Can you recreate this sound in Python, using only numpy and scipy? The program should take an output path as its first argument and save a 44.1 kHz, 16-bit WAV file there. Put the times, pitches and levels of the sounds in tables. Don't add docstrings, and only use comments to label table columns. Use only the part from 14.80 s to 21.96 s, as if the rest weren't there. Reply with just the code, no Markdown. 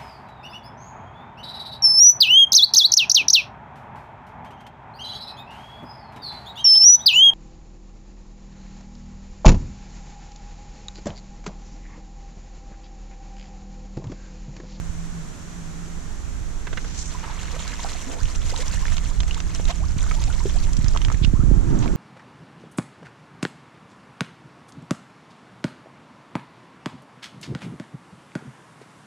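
import sys
import numpy as np
from scipy import signal
from scipy.fft import rfft, irfft, next_fast_len
from scipy.io import wavfile
from scipy.ndimage import uniform_filter1d

SR = 44100
rng = np.random.default_rng(int(sys.argv[2]) if len(sys.argv) > 2 else 0)


def dump(signal):
    limited = np.clip(np.atleast_2d(signal).T, -1, 1)
    pcm = np.round(limited * 32767).astype(np.int16)
    wavfile.write(sys.argv[1], SR, pcm)


N = 315756
TIME = np.arange(N) / SR


def from_db(db):
    return 10 ** (np.asarray(db) / 20)


def rms_one(x):
    return x / np.sqrt(np.mean(x ** 2) + 1e-20)


def in_time(rows):
    s, *columns = np.transpose(rows)
    return [np.interp(TIME, s, column) for column in columns]


def drift(per_s):
    return rms_one(np.interp(TIME * per_s, np.arange(N // 100), rng.standard_normal(N // 100)))


def panned(x, pan_db):
    gains = from_db(np.array([[pan_db], [-pan_db]]) / 2)
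    return x * gains / gains.mean()


def add(out, s, sound):
    i = int(np.clip(s * SR, 0, N - 1))
    out[..., i:i + sound.shape[-1]] += sound[..., :N - i]


def coloured(x, spectrum):
    hz, db = np.transpose(spectrum)
    size = next_fast_len(N)
    octave = np.log2(np.arange(size // 2 + 1) * SR / size + 1)
    points = np.log2(hz)
    beyond = np.abs(octave - np.clip(octave, points[0], points[-1]))
    gain = from_db(np.interp(octave, points, db) - 24 * beyond)
    return irfft(rfft(x, size) * gain, size)[..., :N]


def band(x, low_hz, high_hz):
    edges = [low_hz, min(high_hz, .45 * SR)]
    return signal.sosfilt(signal.butter(3, edges, "band", fs=SR, output="sos"), x)


def evened(x, seconds):
    power = np.mean(np.atleast_2d(x) ** 2, axis=0)
    size = max(int(seconds * SR), 2)
    smooth = uniform_filter1d(uniform_filter1d(power, size), size)
    return x / np.sqrt(np.abs(smooth) + 1e-3 * power.mean())


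def ring(clicks, hz, t60):
    r = from_db(-60 / (t60 * SR))
    w = 2 * np.pi * min(hz, .45 * SR) / SR
    return signal.lfilter([0, np.sin(w)], [1, -2 * r * np.cos(w), r * r], clicks + 1e-18)


PORT_LAG_S = .00006


def grains(per_s, low_hz, high_hz, cycles, spread_db, rise, tilt):
    at = np.flatnonzero(rng.random(N) < per_s / SR)
    pitch, size, damping, place, sign = rng.random((5, N))[:, at]
    hz = low_hz * (high_hz / low_hz) ** pitch
    height = from_db(-spread_db * np.log(size + .025)) * np.sign(sign - .5)
    height = height * (hz / low_hz) ** tilt
    t60 = cycles * 2 ** (2 * damping - 1) / hz
    t = np.arange(int(t60.max() * SR))[:, None] / SR
    fade = height * from_db(-60 * t / t60)
    phase = 2 * np.pi * hz * t * (1 + rise * t / t60 / 2)
    sound = fade * np.sin(phase)
    where = at + np.arange(len(t))[:, None]
    ports = []
    for near in (place, 1 - place):
        lag = ((1 - near) * PORT_LAG_S * SR).astype(int)
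        ports.append(np.bincount((where + lag).ravel(), (sound * (near + .5)).ravel(), N)[:N])
    return evened(np.array(ports), 0.76)


LIFT_S = 2.3
DROPLETS_PER_S, THINNING_S = 4600, 3.0
SLOSH_DB, PATTER_DB, SPRAY_DB = -4, -0.5, 0.5
CLUMP_DB = 1.44
# t/s, flow level/dB
DRAINING_FLOW = [(2.3, -56), (2.8, -48), (3.15, -46), (3.42, -49), (3.78, -45), (4.15, -47), (4.32, -51.5),
                 (4.72, -51.5), (4.87, -45), (5.04, -57), (5.2, -47), (6.35, -52), (6.6, -74), (7.0, -55)]


def pour():
    flow_db, = in_time(DRAINING_FLOW)
    age = np.maximum(TIME - LIFT_S, 0)
    per_s = DROPLETS_PER_S * np.exp(-age / THINNING_S) * from_db(4.6 * drift(50)) * (age > 0)
    slosh = grains(.3 * per_s, 507, 1834, cycles=17, spread_db=3.5, rise=0.36, tilt=0.92)
    patter = grains(0.9 * per_s, 1784, 4680, cycles=20, spread_db=6.0, rise=0.44, tilt=0.9)
    spray = grains(2.3 * per_s, 4920, 15800, cycles=33, spread_db=6.0, rise=0.089, tilt=0.75)
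    water = panned(from_db(SLOSH_DB) * slosh, -11.0)
    water = water + panned(from_db(PATTER_DB) * patter, -3.0)
    water = water + panned(from_db(SPRAY_DB) * spray, -.3)
    return from_db(flow_db + CLUMP_DB * drift(60)) * water


WASH_S, WASH_HALF_S, WASH_DB = 2.79, 0.43, -45


def wash():
    swell = np.exp(-((TIME - WASH_S) / WASH_HALF_S) ** 2)
    churn = grains(2000 * (swell > 1 / 10), 800, 4240, cycles=16, spread_db=6.0, rise=0.43, tilt=0.42)
    return panned(from_db(WASH_DB) * swell * churn, -1.1)


# middle t/s, half length/s, level/dB, low f/Hz, high f/Hz
WATER_RUSHES = [(2.151, 0.22, -50, 1500, 6160), (2.204, 0.048, -42.5, 3680, 8440),
                (2.279, 0.033, -45.5, 5450, 9050), (2.485, 0.067, -45.5, 700, 2200),
                (3.335, 0.056, -39.5, 292, 930), (4.904, 0.012, -31.5, 600, 4220),
                (5.678, 0.21, -52.5, 3000, 8500), (6.156, 0.015, -35.5, 397, 1300),
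                (6.441, 0.013, -36, 2280, 4270), (7.04, 0.018, -40.5, 600, 4480)]


def swishes():
    out = np.zeros((2, N))
    for s, half_s, db, low_hz, high_hz in WATER_RUSHES:
        t = np.linspace(-2, 2, int(4 * half_s * SR))
        hiss = rms_one(band(rng.standard_normal((2, SR)), low_hz, high_hz))[:, :len(t)]
        add(out, s - 2 * half_s, from_db(db) * hiss * np.exp(-t ** 2))
    return panned(out * from_db(2.6 * drift(250)), -2.0)


SPATTER_LOW_HZ = 450
CENTRED_HZ = 6700
# t/s, relative level/dB, ring f/Hz, ring length/s
BIG_DROPS = [(2.878, -26.5, 4500, 0.0019), (3.432, -28.5, 6260, 0.0033), (3.455, -30, 2940, 0.009),
             (3.558, -30, 5540, 0.0046), (3.762, -23.5, 3800, 0.0055), (3.776, -28.5, 6250, 0.0033),
             (3.881, -26, 5650, 0.0036), (4.0543, -25.5, 1720, 0.012), (4.081, -26, 2150, 0.0069),
             (4.121, -28, 1700, 0.0039), (4.1684, -24.5, 3460, .005), (4.181, -22.5, 2740, 0.0026),
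             (4.404, -19.5, 3300, 0.0042), (4.433, -25.5, 2640, .003), (4.51, -24.5, 2800, 0.015),
             (4.545, -25, 4200, 0.0017), (4.603, -22, 3050, 0.0019), (4.749, -25, 5400, 0.0028),
             (4.854, -27, 3800, 0.0026), (5.265, -32, 1240, 0.012), (5.312, -21, 1690, 0.0031),
             (5.439, -23, 4250, 0.0017), (5.933, -26, 6330, 0.00093), (5.968, -24.5, 5300, 0.0017),
             (6.044, -28.5, 4600, 0.0026), (6.062, -28, 1490, 0.005), (6.083, -26, 4940, 0.0068),
             (6.162, -20.5, 990, 0.011), (6.1736, -22, 3160, 0.0045), (6.217, -26.5, 2920, .006),
             (6.249, -21, 3070, 0.006), (6.2839, -26.5, 1650, 0.0067), (6.301, -21, 1200, 0.0068),
             (6.317, -27.5, 1240, 0.011), (6.3244, -27.5, 5970, 0.0018), (6.345, -27.5, 1830, .005),
             (6.4476, -20, 2770, 0.01), (6.99, -35.5, 6330, 0.0085), (7.059, -22, 950, 0.0078),
             (7.0776, -29, 2300, 0.0053)]
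# t/s, left minus right level/dB per octave below CENTRED_HZ
DROP_LEAN = [(5.3, -4), (6.1, -12)]


def drops(swell_share, rise, tick_db, tick_width, spatter_db, spatter_t60):
    out, t = np.zeros((2, N)), np.arange(SR // 10) / SR
    for s, db, hz, ring_t60 in BIG_DROPS:
        swell = 1 - np.exp(-t / (swell_share * ring_t60))
        tick = band(1. * (t == 0), 500, tick_width * hz)
        spatter = rms_one(band(rng.standard_normal((2, len(t))), SPATTER_LOW_HZ, 1.67 * hz))
        spatter = spatter * from_db(spatter_db - 60 * t / spatter_t60)
        phase = 2 * np.pi * hz * t * (1 + rise * t / ring_t60 / 2)
        plink = np.sin(phase) * from_db(-60 * t / ring_t60)
        sound = swell * (plink + spatter) + from_db(tick_db) * tick / tick.max()
        lean_db = np.interp(s, *np.transpose(DROP_LEAN)) * np.log2(CENTRED_HZ / hz)
        add(out, s, panned(from_db(db) * sound, lean_db))
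    return out


SMALL_BUBBLES_DB = 2
SMALL_RISE_OCTAVES, SMALL_LIFE_CYCLES = 0.34, 27.3


def stray_bubbles(count):
    when, pitch, size, glide = rng.random((count, 4)).T
    s = LIFT_S + 3.6 * when ** 1.3
    hz = 850 * 2 ** (2 * pitch)
    db = np.interp(s, *np.transpose(DRAINING_FLOW)) + SMALL_BUBBLES_DB + 7 * size
    return list(zip(s, db, hz, hz * 2 ** (SMALL_RISE_OCTAVES * glide), SMALL_LIFE_CYCLES / hz))


# t/s, starting level/dB, start f/Hz, end f/Hz, life/s
TRAPPED_AIR = [(2.348, -32.5, 990, 980, 0.043), (2.433, -36, 875, 1000, 0.025),
               (2.44, -35, 1300, 1350, 0.022), (2.478, -33, 1040, 1000, 0.021),
               (2.498, -35, 885, 1040, .022), (2.738, -43, 483, 720, 0.037),
               (2.994, -32.5, 960, 1000, .018), (3.047, -23, 815, 780, 0.032), (3.15, -34, 743, 700, 0.025),
               (3.269, -32, 270, 294, 0.05), (3.374, -44.5, 838, 1910, 0.045),
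               (3.724, -34.5, 556, 1200, 0.022), (3.791, -35, 488, 650, 0.041),
               (3.865, -44.5, 823, 1700, 0.051), (4.566, -39.5, 920, 1540, 0.018),
               (4.798, -18, 510, 476, 0.0031), (4.894, -29.5, 668, 850, 0.027),
               (4.898, -31.5, 1040, 1210, 0.02), (5.0, -42, 605, 1500, 0.05),
               (5.239, -33.5, 1520, 1400, 0.03), (5.315, -27.5, 1280, 1500, 0.01),
               (5.386, -34.5, 880, 840, 0.022), (5.477, -37, 780, 1020, 0.028),
               (5.501, -33.5, 1464, 1410, 0.043), (5.603, -38, 960, 1080, 0.032),
               (5.6552, -19.5, 396, 388, 0.035), (5.75, -41, 582, 1260, 0.031),
               (6.55, -43, 1000, 1400, 0.0286), (6.603, -41, 1270, 1700, 0.029),
               (7.036, -33, 832, 1090, 0.024)]


def bubbles(waver, fade_db, flutter_db):
    out = np.zeros(N)
    for s, db, start_hz, end_hz, life in TRAPPED_AIR + stray_bubbles(count=55):
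        age = np.linspace(0, 1, int(life * SR))
        steps = age * life * start_hz / 2
        wobble, flutter = (np.interp(steps, np.arange(SR // 100), rng.standard_normal(SR // 100))
                           for part in ("pitch", "level"))
        hz = start_hz * (end_hz / start_hz) ** (age ** 2) * (1 + waver * wobble)
        fade = fade_db * (start_hz / end_hz) ** 4.8 * age
        level = from_db(db - fade + flutter_db * flutter * np.sqrt(age))
        ending = np.minimum((1 - age) * 10, 1)
        add(out, s, level * ending * np.sin(2 * np.pi * np.cumsum(hz) / SR))
    return panned(out, -5.5)


# t/s, relative level/dB
POLE_KNOCKS = [(1.87, -26), (1.929, -25.5), (1.973, -20.5), (2.045, -32.5)]
# f/Hz, level/dB
POLE_MODES = [(450, 2.5), (980, -4), (1529, 12), (2050, 7.5), (2724, 2), (3208, -4)]


def pole(tap, chatter, chatter_s, t60):
    contact, t = np.zeros(N), np.arange(SR // 20) / SR
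    for s, db in POLE_KNOCKS:
        rattle = rng.standard_normal(len(t)) * np.exp(-(t / chatter_s) ** 2)
        rattle = rattle / np.linalg.norm(rattle)
        add(contact, s, from_db(db - 13.5) * (tap * (t == 0) + chatter * rattle))
    modes = sum(from_db(db) * ring(contact, hz, t60) for hz, db in POLE_MODES)
    return panned(modes + 2.5 * band(contact, 250, 3800), -7.5)


def bank_echo(x, t60, wet_db):
    t = np.arange(SR // 5) / SR
    echo = rng.standard_normal((2, len(t))) * from_db(-60 * t / t60) * (t > .001)
    echo /= np.sqrt(np.sum(echo ** 2, axis=1, keepdims=True))
    return x + from_db(wet_db) * signal.fftconvolve(x.mean(axis=0)[None], echo, axes=1)[:, :N]


def port_noise(spectrum, shared):
    own, right = (evened(coloured(rng.standard_normal(N), spectrum), 0.071) for port in "LR")
    early = -signal.hilbert(right, next_fast_len(N)).imag[:N]
    shared = np.clip(shared, 0, 1)
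    return np.array([shared * early + np.sqrt(1 - shared ** 2) * own, right])


# t/s, relative level/dB, starting f/Hz above the final heave
PORT_EDDIES = [(3.418, -17.5, 169), (5.164, -11.5, 224), (5.987, -9.5, 248), (6.042, -8.5, 200),
               (6.081, -13.5, 182), (6.28, -10, 172), (6.342, -9, 170), (6.415, -8, 210), (6.441, -11, 300),
               (6.476, -8, 210), (6.535, -7, 340), (6.592, -7, 227), (6.634, -9, 348), (6.682, -6.5, 195),
               (6.7119, -6, 450), (6.77, -11, 278)]


def buffets(end_hz, slow_s, t60):
    out, t = np.zeros(N), np.arange(SR // 6) / SR
    for s, db, extra_hz in PORT_EDDIES:
        hz = end_hz + extra_hz * np.exp(-t / slow_s)
        swing = -np.sin(2 * np.pi * np.cumsum(hz) / SR) * (1 - np.exp(-t / 0.0035))
        add(out, s, from_db(db - 3.5 - 60 * t / t60) * swing)
    return panned(out, -23.0)


SURGE_HALF_S = 0.023
# t/s, relative rumble level/dB
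WIND_RUMBLE = [(0.1, -33), (0.58, -44.5), (1.25, -35.5), (2.05, -32.5), (2.4, -36), (3.33, -35),
               (3.45, -35.5), (4.0, -25), (4.72, -30), (5.1, -24.5), (6.6, -23.5), (7.0, -25.5)]
# t/s, level/dB
GUST_TURBULENCE = [(3.3, -73), (4.0, -54.5), (6.3, -41), (6.64, -34.5), (6.73, -28.5), (6.82, -30.5),
                   (6.93, -23.5), (7.16, -27)]
# middle t/s, change of level/dB
WIND_SURGES = [(3.45, 16), (3.58, 7), (3.68, 6.5), (4.15, 5.5), (4.4, 7.5), (4.87, 5), (4.93, -8),
               (6.385, -9.5)]
# f/Hz, level/dB
RUMBLE_COLOUR = [(18, 9), (34, 3), (67, -3.5), (130, -17.5), (300, -44.5)]
# f/Hz, level/dB
TURBULENCE_COLOUR = [(50, -31), (110, 4), (200, -4), (350, -9), (500, -22.5), (1500, -30)]


def wind():
    surge_db = sum(db * np.exp(-((TIME - s) / SURGE_HALF_S) ** 2) for s, db in WIND_SURGES)
    lumps = from_db(surge_db + 1.8 * np.tanh(drift(18)))
    rumble = from_db(in_time(WIND_RUMBLE)[0] + 3.5) * port_noise(RUMBLE_COLOUR, shared=0.68)
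    turbulence = from_db(in_time(GUST_TURBULENCE)[0]) * port_noise(TURBULENCE_COLOUR, shared=0.91)
    return panned(lumps * (rumble + turbulence), -9.0) + buffets(end_hz=35.5, slow_s=0.00504, t60=0.2)


# t/s, level/dB
MOTOR_HUM = [(0, -40), (.4, -39.5), (.5, -53.5), (.87, -41), (1.15, -43), (1.4, -54.5), (2.75, -46),
             (3.3, -56.5), (4.2, -44)]


def motor(hz, waver_hz, flutter_db):
    level_db, = in_time(MOTOR_HUM)
    line = np.sqrt(2) * np.sin(2 * np.pi * np.cumsum(hz + waver_hz * drift(35)) / SR)
    return panned(from_db(level_db + flutter_db * drift(25)) * line, 0.92)


AIR_DB = -42
# f/Hz, relative level/dB
AIR_COLOUR = [(60, 0.5), (200, -3.5), (340, -9), (520, -16), (1450, -17), (2700, -24.5), (5000, -27.5),
              (14000, -27.5)]


def air(shared):
    noise = rng.standard_normal((3, N))
    return panned(rms_one(coloured(noise[:2] + shared * noise[2], AIR_COLOUR)), -1.86)


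def scene():
    plinks = drops(swell_share=0.025, rise=0.12, tick_db=-13.5, tick_width=4.1,
                   spatter_db=-10.5, spatter_t60=0.021)
    water = pour() + wash() + swishes() + from_db(4.0) * plinks
    water = water + bubbles(waver=0.051, fade_db=29.0, flutter_db=5.0)
    near = water + pole(tap=0.37, chatter=1.52, chatter_s=0.0096, t60=0.0076)
    heard = bank_echo(near, t60=.05, wet_db=-10.0)
    far = motor(hz=166.3, waver_hz=2.93, flutter_db=1.5) + from_db(AIR_DB) * air(shared=0.56)
    return heard + wind() + far


CUTOFF_HZ = 15200
# f/Hz, level/dB
MICROPHONE_COLOUR = [(15, 2), (5100, 2.5), (5900, 9), (7400, 9), (8300, 0.5), (11000, -8.5), (13000, -13),
                     (15000, -24)]


def record(dry):
    pressure = coloured(dry, MICROPHONE_COLOUR)
    rounded = pressure / (1 + (pressure / .8) ** 4) ** .25
    return signal.sosfilt(signal.ellip(10, .1, 80, CUTOFF_HZ, fs=SR, output="sos"), rounded)


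dry = scene()
out = record(dry)
dump(out)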